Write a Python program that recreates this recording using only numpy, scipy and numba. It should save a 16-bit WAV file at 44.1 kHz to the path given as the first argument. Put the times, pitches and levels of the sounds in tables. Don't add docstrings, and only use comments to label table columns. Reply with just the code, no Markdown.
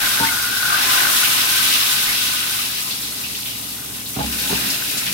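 import sys
import numpy as np
from scipy import signal
from scipy.fft import rfft, irfft, next_fast_len
from scipy.io import wavfile
from scipy.ndimage import uniform_filter1d
from numba import njit

SR = 44100
rng = np.random.default_rng(int(sys.argv[2]) if len(sys.argv) > 2 else 0)


def int16_out(signal):
    q = np.round(np.clip(np.atleast_2d(signal).T, -1, 1) * 32767)
    wavfile.write(sys.argv[1], SR, q.astype(np.int16))


N = 226507
TIME = np.arange(N) / SR
FREQS = np.fft.rfftfreq(2 * next_fast_len(N // 2 + 8192), 1 / SR) + 1e-3

# frequency in Hz, relative density in dB per Hz.
RUMBLE_HZ_DB = [(25, -26), (48, -13), (65, -3.5), (88, -9), (130, 6), (160, -5), (190, -1.5), (290, 1),
                (340, -12.5), (410, -3.5), (520, -12.5), (850, -9.5), (1300, -22), (3000, -70)]
# frequency in Hz, mean level in dB rms.
HUM_HZ_DB = [(64.6, -53.5), (107.7, -51.5), (193.8, -51), (236.9, -54), (279.9, -56.5), (301.5, -58.5)]
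# frequency in Hz, relative level in dB, undamped t60 in s.
COUNTER_MODES = [(66.1, -14, 1.4), (110, -15, 0.33), (137.4, -5.5, 0.25), (191.7, -3, 0.23),
                 (230, -8.5, 1.24), (276.3, 0, 0.36), (400.3, -1.5, 0.2), (507, -1.5, 0.12)]
# time in s, level in dB.
SHUDDER_S_DB = [(4.15, -90), (4.27, -34), (4.46, -39), (4.68, -35.5), (4.8, -53), (5.14, -34)]
# start in s, thud in dB, contact time in s, ring in dB, ring pitch in Hz,
# scrape in dB, share of ring time that pan or hand leave.
BUMP_EVENTS = [(0.198, -16, 0.0023, -15, 912, -17, 0.55), (0.222, -20, 0.0023, -13, 903, -25, 0.73),
               (4.159, -15.5, 0.0034, -27, 770, -18, 0.79), (4.184, -19, 0.0013, -20, 670, -12, 0.3),
               (4.202, -14, 0.0048, -13.5, 838, -24, 0.33), (4.234, -19, 0.0033, -27, 833, -20, 0.31),
               (4.495, -30, 0.0014, -20, 903, -29, 0.26), (4.502, -19, 0.002, -22.5, 401, -27, 0.44),
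               (4.5221, -16, 0.0019, -24.5, 404, -13, 0.34), (4.544, -32, 0.0018, -24, 900, -33, 0.27)]
# multiple of the ring pitch, relative level in dB, undamped t60 in s.
CLANK_PARTIALS = [(0.998, -0.5, 0.37), (1.24, -12, .16), (1.39, -14, .13), (1.84, -5, 0.18)]
# start in s, level in dB, centre in Hz,
# width of each of two filter passes in Hz, fade time constant in s.
SPIT_EVENTS = [(0.05, -27.5, 4000, 2500, 0.041), (1.16, -17, 3560, 1800, .035),
               (1.235, -17, 2570, 1400, 0.053), (1.649, -17, 3060, 2200, 0.039),
               (1.72, -17, 3000, 2200, 0.049), (1.89, -19.5, 3970, 2500, 0.037),
               (2.779, -23, 2850, 2400, 0.026), (2.905, -22.5, 4000, 1700, 0.04),
               (3.02, -26.5, 3880, 1600, 0.039), (3.235, -25.5, 2730, 450, 0.037),
               (3.34, -33, 3700, 1300, 0.041), (3.452, -25.5, 3180, 1900, 0.056),
               (4.055, -26.5, 4000, 1800, .022), (4.392, -24, 3570, 3560, 0.042),
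               (4.699, -15, 5000, 4500, 0.016), (4.791, -33, 3800, 4540, 0.02),
               (4.878, -24, 8000, 8000, .014), (4.971, -16.5, 5000, 8050, 0.025),
               (5.056, -20, 3050, 3400, 0.049), (5.122, -19.5, 4500, 7000, 0.027)]
# start in s, length in s, level in dB,
# first pitch in Hz, last pitch in Hz, pitch scatter as a share.
SLURP_EVENTS = [(0, 0.081, -26.5, 1610, 2150, 0.073), (.68, .18, -34.5, 1260, 1160, 0.04),
                (.93, 0.2, -31, 1090, 1170, 0.05), (2.06, .075, -28, 1980, 2140, 0.049)]
# time in s, level in dB, pitch in Hz, pitch scatter as a share.
GURGLE_COURSE = [(0, -31, 1540, 0.045), (.4, -29.5, 1493, .03), (.58, -30, 1487, .035),
                 (.7, -25, 1497, .045), (.85, -34.5, 1544, 0.032), (1.03, -30.5, 1525, .025),
                 (1.3, -37, 1540, .02), (1.6, -29, 1530, 0.0082), (1.75, -41, 1540, .014),
                 (1.86, -36, 1524, 0.01), (1.97, -31, 1522, 0.012), (2.08, -45, 1530, .014),
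                 (2.28, -41, 1503, .012), (2.55, -39, 1505, 0.023), (2.8, -62, 1525, .02)]
# start in s, level in dB, initial pitch in Hz.
GLUG_EVENTS = [(.033, -10.5, 1590), (.232, -13.5, 1490), (.246, -8, 1780), (.271, -8, 2010),
               (.286, -9, 2120), (.356, -17.5, 1480), (.384, -15, 1500), (.411, -15, 1450),
               (.441, -12, 1430), (.568, -10, 1500), (.630, -11, 1490), (.653, -8, 1450), (.681, -10, 1440),
               (.701, -6.5, 1260), (.725, -6, 1200), (.727, -12, 1514), (.742, -6.5, 1520),
               (.750, -14, 1260), (.770, -10, 1270), (.847, -15, 1530), (.897, -17, 1500),
               (.937, -12, 1480), (.977, -9.5, 1525), (1.008, -11, 1560), (1.029, -12.5, 1480),
               (1.048, -11, 1460), (1.068, -12, 1500), (1.135, -17, 1456), (1.165, -19, 1300),
               (1.230, -9.5, 1465), (2.099, -14, 1990)]
# start in s,
# strength in dB, rise in s, hold in s, reference delay in s (each bubble size takes its own share).
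FLARE_EVENTS = [(-0.2, -2, 0.15, 0.22, -0.03), (0.516, -5, 0.23, 0.091, -0.0047),
                (0.608, -0.08, 0.21, 0.96, 0.06), (4.147, -5.5, 0.41, 0.041, -0.036)]
# level in dB, response in dB per dB of strength,
# share of the delay, sag in the hold in dB per s, cooling in dB per s, lasting simmer in dB, unevenness in dB.
BIG_ANSWER = (-19.5, 1.63, 0.3, 5, 8.5, -58, -1.5)
CRACKLE_ANSWER = (-18, 0.55, 1.27, -2, 9, -40.5, 1.5)
FIZZ_ANSWER = (-19, 1.08, 2, 1.4, 8, -31.5, 0.6)
# frequency in Hz, relative density in dB per Hz.
SIZZLE_HZ_DB = [(200, -6), (420, -49), (560, -9.5), (800, -7.5), (1150, -1.5), (1500, 1), (2100, 0.5),
                (2800, 4.5), (3800, -2), (5300, -2.5), (7000, -8), (9500, -6), (12700, -6), (15700, -9.5)]
# centre in Hz, width in Hz, lift in dB.
BOWL_RESONANCES = [(832, 9.2, 13.5), (930, 22, -0.5), (1028, 35, 14.5), (1116, 22, 10), (1188, 14, 9),
                   (1223, 11.5, 9.5), (1282, 34, 6), (1506, 31, 5), (1730, 17, 7), (1850, 18, 7.5),
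                   (1915, 18, 6.5), (2010, 28, 5.5), (2460, 60, 4.5), (2666, 32, 6), (2930, 29, 4),
                   (3350, 68, 5), (3783, 560, 6)]
# time in s, gain in dB.
MIDDLE_S_DB = [(2.1, -4), (2.6, -2.5), (2.95, -5.5), (3.4, -4), (3.7, -3.5), (4.2, 0)]
# frequency in Hz, gain in dB.
SHIFTED_HZ_DB = [(250, 11.5), (420, 7.5), (650, 4.5), (900, -1.5), (1150, -8.5), (1550, 0), (2000, -3.5),
                 (2550, -1.5), (3150, -5), (3800, -2.5), (4800, -1.5), (7000, 1), (15000, 1.5)]
# frequency in Hz, left minus right in dB.
PORTS_HZ_DB = [(60, 0), (200, -4.5), (380, -3.5), (640, -1), (1290, 4.5), (2400, 0.5), (3800, 0),
               (5200, 1.5), (5900, 0.5), (6700, 2), (8200, 0), (10000, 1), (12000, 3), (15000, 5.5)]
# least in s, spread over the bowl in s.
PORT_DELAY_S = (.00124, .00026)

RUMBLE_DB = -41.5
ROOM_T60_S = 0.18
SPIT_ATTACK_S = 0.004
GURGLE_CYCLES, GURGLE_SURGE_DB = 93, 2.5
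GLUG_T60_S, GLUG_ATTACK_S = 0.028, 0.00083
GLUG_SPLASH_DB, GLUG_SPLASH_S = -15, 0.0036
PING_DB, CHURN_DB = -10.5, -21
SHIFT_S, SHIFT_FADE_S = 4.26, 0.082
TOP_HZ = 15800


def undb(db):
    return 10 ** (np.asarray(db) / 20)


def unit(x):
    return x / np.sqrt(np.mean(x ** 2))


def spectrum(x):
    return rfft(x, 2 * (len(FREQS) - 1))


def shape(x, gain):
    return irfft(spectrum(x) * gain)[..., :N]


def colour(points):
    hz, db = np.transpose(points)
    return undb(np.interp(np.log(FREQS), np.log(hz), db))


def band(lo_hz, hi_hz, order=6):
    return 1 / np.sqrt((1 + (lo_hz / FREQS) ** (2 * order)) * (1 + (FREQS / hi_hz) ** (2 * order)))


def walk(rate_hz):
    k = int(SR / rate_hz)
    held = rng.standard_normal(N)[np.arange(N) // k]
    return 0.41 * uniform_filter1d(uniform_filter1d(held, k), k)


def ring(t, hz, t60_s):
    return np.sin(2 * np.pi * hz * t) * np.exp(-np.log(1000) * t / t60_s)


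def add(out, s, x):
    i = max(int(s * SR), 0)
    out[i:i + len(x)] += x[:max(N - i, 0)]


@njit
def pops(start, hz, cycles, size):
    out = np.zeros(N)
    for k in range(len(start)):
        length = cycles[k] * SR / hz[k]
        z = size[k] + 0j
        p = np.exp(2j * np.pi * hz[k] / SR - np.log(1000) / length)
        for i in range(int(start[k]), min(N, int(start[k] + length) + 2)):
            out[i] += z.imag
            z *= p
    return out


def kitchen(x, wet_db, early_s=0.017):
    t = TIME[:SR // 3]
    decay = np.exp(-2 * np.log(1000) * t / ROOM_T60_S) + 8 * np.exp(-t / early_s)
    energy = signal.fftconvolve(np.mean(x ** 2, axis=0), decay / decay.sum())[:N]
    random_phase = np.exp(2j * np.pi * rng.random((2, len(FREQS))))
    wash = unit(irfft(np.abs(spectrum(x)) * random_phase)[:, :N])
    return (x + undb(wet_db) * wash * np.sqrt(np.abs(energy))) / np.sqrt(1 + undb(wet_db) ** 2)


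def reflections(x, wet_db, lag_s, t60_s):
    t = TIME[:SR // 6]
    echo = rng.standard_normal((2, len(t))) * np.exp(-np.log(1000) * t / t60_s) * (t > .002)
    response = undb(wet_db) * unit(echo) / np.sqrt(len(t))
    response[0, 0] += 1
    response[1, int(lag_s * SR)] += 1
    return signal.fftconvolve(x[None], response, axes=1)[:, :N] / np.sqrt(1 + undb(wet_db) ** 2)


def background():
    hum = np.zeros(N)
    for hz, db in HUM_HZ_DB:
        phase = 2 * np.pi * hz * TIME + 3.8 * walk(5.5)
        hum += undb(db + 2 * walk(14.0)) * np.sqrt(2) * np.sin(phase)
    mid, side = shape(rng.standard_normal((2, N)), colour(RUMBLE_HZ_DB))
    side = shape(side, colour([(50, -1), (200, -14.0), (400, -1.0)]))
    return hum + undb(RUMBLE_DB) * unit(mid + side * np.array([[1], [-1]]))


def shudder():
    body = sum(undb(db) / np.hypot(1, (FREQS - hz) / 11) ** 2 for hz, db, _ in COUNTER_MODES)
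    rumble = unit(shape(rng.standard_normal(N), body * band(85, 276, order=3)))
    return rumble * undb(np.interp(TIME, *np.transpose(SHUDDER_S_DB)))


def bumps():
    thuds, rings, grating = np.zeros((3, N))
    t = TIME[:SR]
    for s, thud_db, contact_s, ring_db, ring_hz, scrape_db, free in BUMP_EVENTS:
        body = np.zeros(len(t))
        for k, (hz, db, t60_s) in enumerate(COUNTER_MODES):
            body += (-1) ** k * undb(db) * ring(t, hz, t60_s * free)
        body = body * (1 - np.exp(-t / 0.012))
        push = np.sin(np.pi * np.minimum(t[:SR // 50] / contact_s, 1)) ** 2
        add(thuds, s, undb(thud_db) * signal.fftconvolve(body, push / push.sum())[:len(t)])
        clank = sum(undb(db) * ring(t, ring_hz * multiple, t60_s * free)
                    for multiple, db, t60_s in CLANK_PARTIALS)
        add(rings, s, undb(ring_db) * clank * (1 - np.exp(-t / 0.0067)))
        add(grating, s, undb(scrape_db) * np.exp(-t / 0.012) * (1 - np.exp(-t / 0.016)))
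    thuds = signal.sosfilt(signal.butter(3, 48, "high", fs=SR, output="sos"), thuds)
    scrape = unit(shape(rng.standard_normal((2, N)), band(110, 1080, order=4)))
    return thuds + reflections(rings, wet_db=-25, lag_s=0.00028, t60_s=0.18) + grating * scrape


def spits():
    out, t = np.zeros((2, N)), TIME[:SR // 5]
    for s, db, hz, width_hz, fade_s in SPIT_EVENTS:
        swell = (1 - np.exp(-t / SPIT_ATTACK_S)) * np.exp(-t / fade_s)
        resonance = signal.iirpeak(min(hz, SR / 3), max(hz / width_hz, .5), fs=SR)
        clicks = rng.standard_normal((2, len(t))) * undb(1.2 * rng.standard_normal(len(t)))
        volleys = unit(signal.lfilter(*resonance, signal.lfilter(*resonance, clicks)))
        for port, volley in zip(out, volleys):
            add(port, s, undb(db) * volley * swell)
    return out


def slurps(count=48):
    out = np.zeros(N)
    for s, length_s, db, first_hz, last_hz, scatter in SLURP_EVENTS:
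        along = (np.arange(count) + rng.random(count)) / count
        hz = (first_hz + (last_hz - first_hz) * along) * np.exp(scatter * rng.standard_normal(count))
        start = (max(s, 0) + along * length_s) * SR
        run = pops(start, hz, hz * GLUG_T60_S / 2, np.sqrt(np.sin(np.pi * along)))
        out += undb(db) * run / np.sqrt(np.sum(run ** 2) / (length_s * SR))
    return out


def gurgle(count):
    times, db, hz, scatter = np.transpose(GURGLE_COURSE)
    s = (np.arange(count) + rng.random(count)) / count * TIME[-1]
    pitch = np.interp(s, times, hz) * np.exp(np.interp(s, times, scatter) * rng.standard_normal(count))
    run = pops(s * SR, pitch, np.full(count, float(GURGLE_CYCLES)), rng.choice([-1., 1.], count))
    return unit(run) * undb(np.interp(TIME, times, db) + GURGLE_SURGE_DB * walk(45.4))


def glugs():
    out, t = slurps() + gurgle(count=2400), TIME[:SR // 16]
    splash = unit(shape(rng.standard_normal(N), band(1100, 3200, order=3)))
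    for k, (s, db, hz) in enumerate(GLUG_EVENTS):
        tone = ring(t * (1 + t), hz, GLUG_T60_S) * (1 - np.exp(-t / GLUG_ATTACK_S))
        noise = splash[k * len(t):(k + 1) * len(t)]
        burst = undb(GLUG_SPLASH_DB) * noise * np.exp(-t / GLUG_SPLASH_S)
        add(out, s, undb(db) * (tone + burst))
    return reflections(out, wet_db=-4, lag_s=.00135, t60_s=.11)


def boiling(level_db, response, delay_share, sag_db_per_s, cooling_db_per_s, simmer_db, uneven_db):
    power = undb(simmer_db) ** 2
    for s, strength_db, rise_s, hold_s, delay_s in FLARE_EVENTS:
        t = TIME - s - delay_share * delay_s
        age = np.maximum(t - rise_s, 0)
        fade_db = sag_db_per_s * np.minimum(age, hold_s) + cooling_db_per_s * np.maximum(age - hold_s, 0)
        flare = np.clip(t / rise_s, 0, 1) * undb(level_db + response * strength_db - fade_db)
        power = power + flare ** 2
    return np.sqrt(power) * undb(uneven_db * (1 - .7 * power / power.max()) * walk(14))


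def swarm(activity, lo_hz, hi_hz, cycles, spread_db, flurry_db, count):
    when, keep, pitch, life, strength, sign, place = rng.random((count, 7)).T
    alive = keep < np.interp(when * N, np.arange(N), activity)
    hz = np.minimum(lo_hz + (hi_hz - lo_hz) * pitch, SR * .45)
    size = undb(-spread_db * np.log(1 - .998 * strength)) * np.sign(sign - .5)
    size = size * hz / hi_hz
    least_s, spread_s = PORT_DELAY_S
    lag = (least_s + spread_s * place) * SR
    lives = cycles * (.5 + life)
    ports = np.array([pops((when * N + d)[alive], hz[alive], lives[alive], size[alive])
                      for d in (0, lag)])
    return unit(ports * undb(flurry_db * walk(55)) / np.sqrt(activity))


def sizzle():
    big_gain, crackle_gain, fizz_gain = boiling(*BIG_ANSWER), boiling(*CRACKLE_ANSWER), boiling(*FIZZ_ANSWER)
    activity = np.clip((crackle_gain / crackle_gain.max()) ** .7, .02, 1)
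    lift_db = sum(db / (1 + (2 * (FREQS - hz) / width_hz) ** 2) for hz, width_hz, db in BOWL_RESONANCES)
    bowl = colour(SIZZLE_HZ_DB) * undb(lift_db)

    big = swarm(activity, 399, 2626, cycles=20.7, spread_db=2.2, flurry_db=1.5, count=6500)
    crackle = swarm(activity, 1680, 7370, cycles=14.3, spread_db=3.0, flurry_db=3.0, count=22000)
    fizz = swarm(activity, 4360, 19600, cycles=4.2, spread_db=2.5, flurry_db=2.4, count=80000)
    big = unit(shape(kitchen(big, wet_db=-1.5), bowl * band(450, 2000)))
    crackle = unit(shape(kitchen(crackle, wet_db=5), bowl * band(2000, 6000)))
    fizz = unit(shape(kitchen(fizz, wet_db=0.5), bowl * band(6000, 16500)))

    pings = swarm(activity, 2006, 4568, cycles=130, spread_db=1, flurry_db=-4, count=1100)
    crackle = unit(crackle + undb(PING_DB) * kitchen(pings, wet_db=-2))
    crackle = unit(crackle + 0.77 * (1 - activity) * shape(crackle, band(4500, 5500)))
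    churn = unit(shape(rng.standard_normal((2, N)), band(234, 430, order=5)))
    return (big + undb(CHURN_DB) * churn) * big_gain + crackle * crackle_gain + fizz * fizz_gain


def scene():
    frying = sizzle()
    middle_gain = undb(np.interp(TIME, *np.transpose(MIDDLE_S_DB)))
    frying = frying + (middle_gain - 1) * shape(frying, band(920, 3670))
    moved = np.clip((TIME - SHIFT_S) / SHIFT_FADE_S + .5, 0, 1)
    frying = (1 - moved) * frying + moved * shape(frying, colour(SHIFTED_HZ_DB))
    dry = background() + shudder() + bumps() + spits() + glugs() + frying
    return shape(dry, colour(PORTS_HZ_DB) ** np.array([[.5], [-.5]]))


def record(dry):
    return signal.sosfilt(signal.ellip(12, .1, 80, TOP_HZ, fs=SR, output="sos"), dry)


dry = scene()
out = record(dry)
int16_out(out)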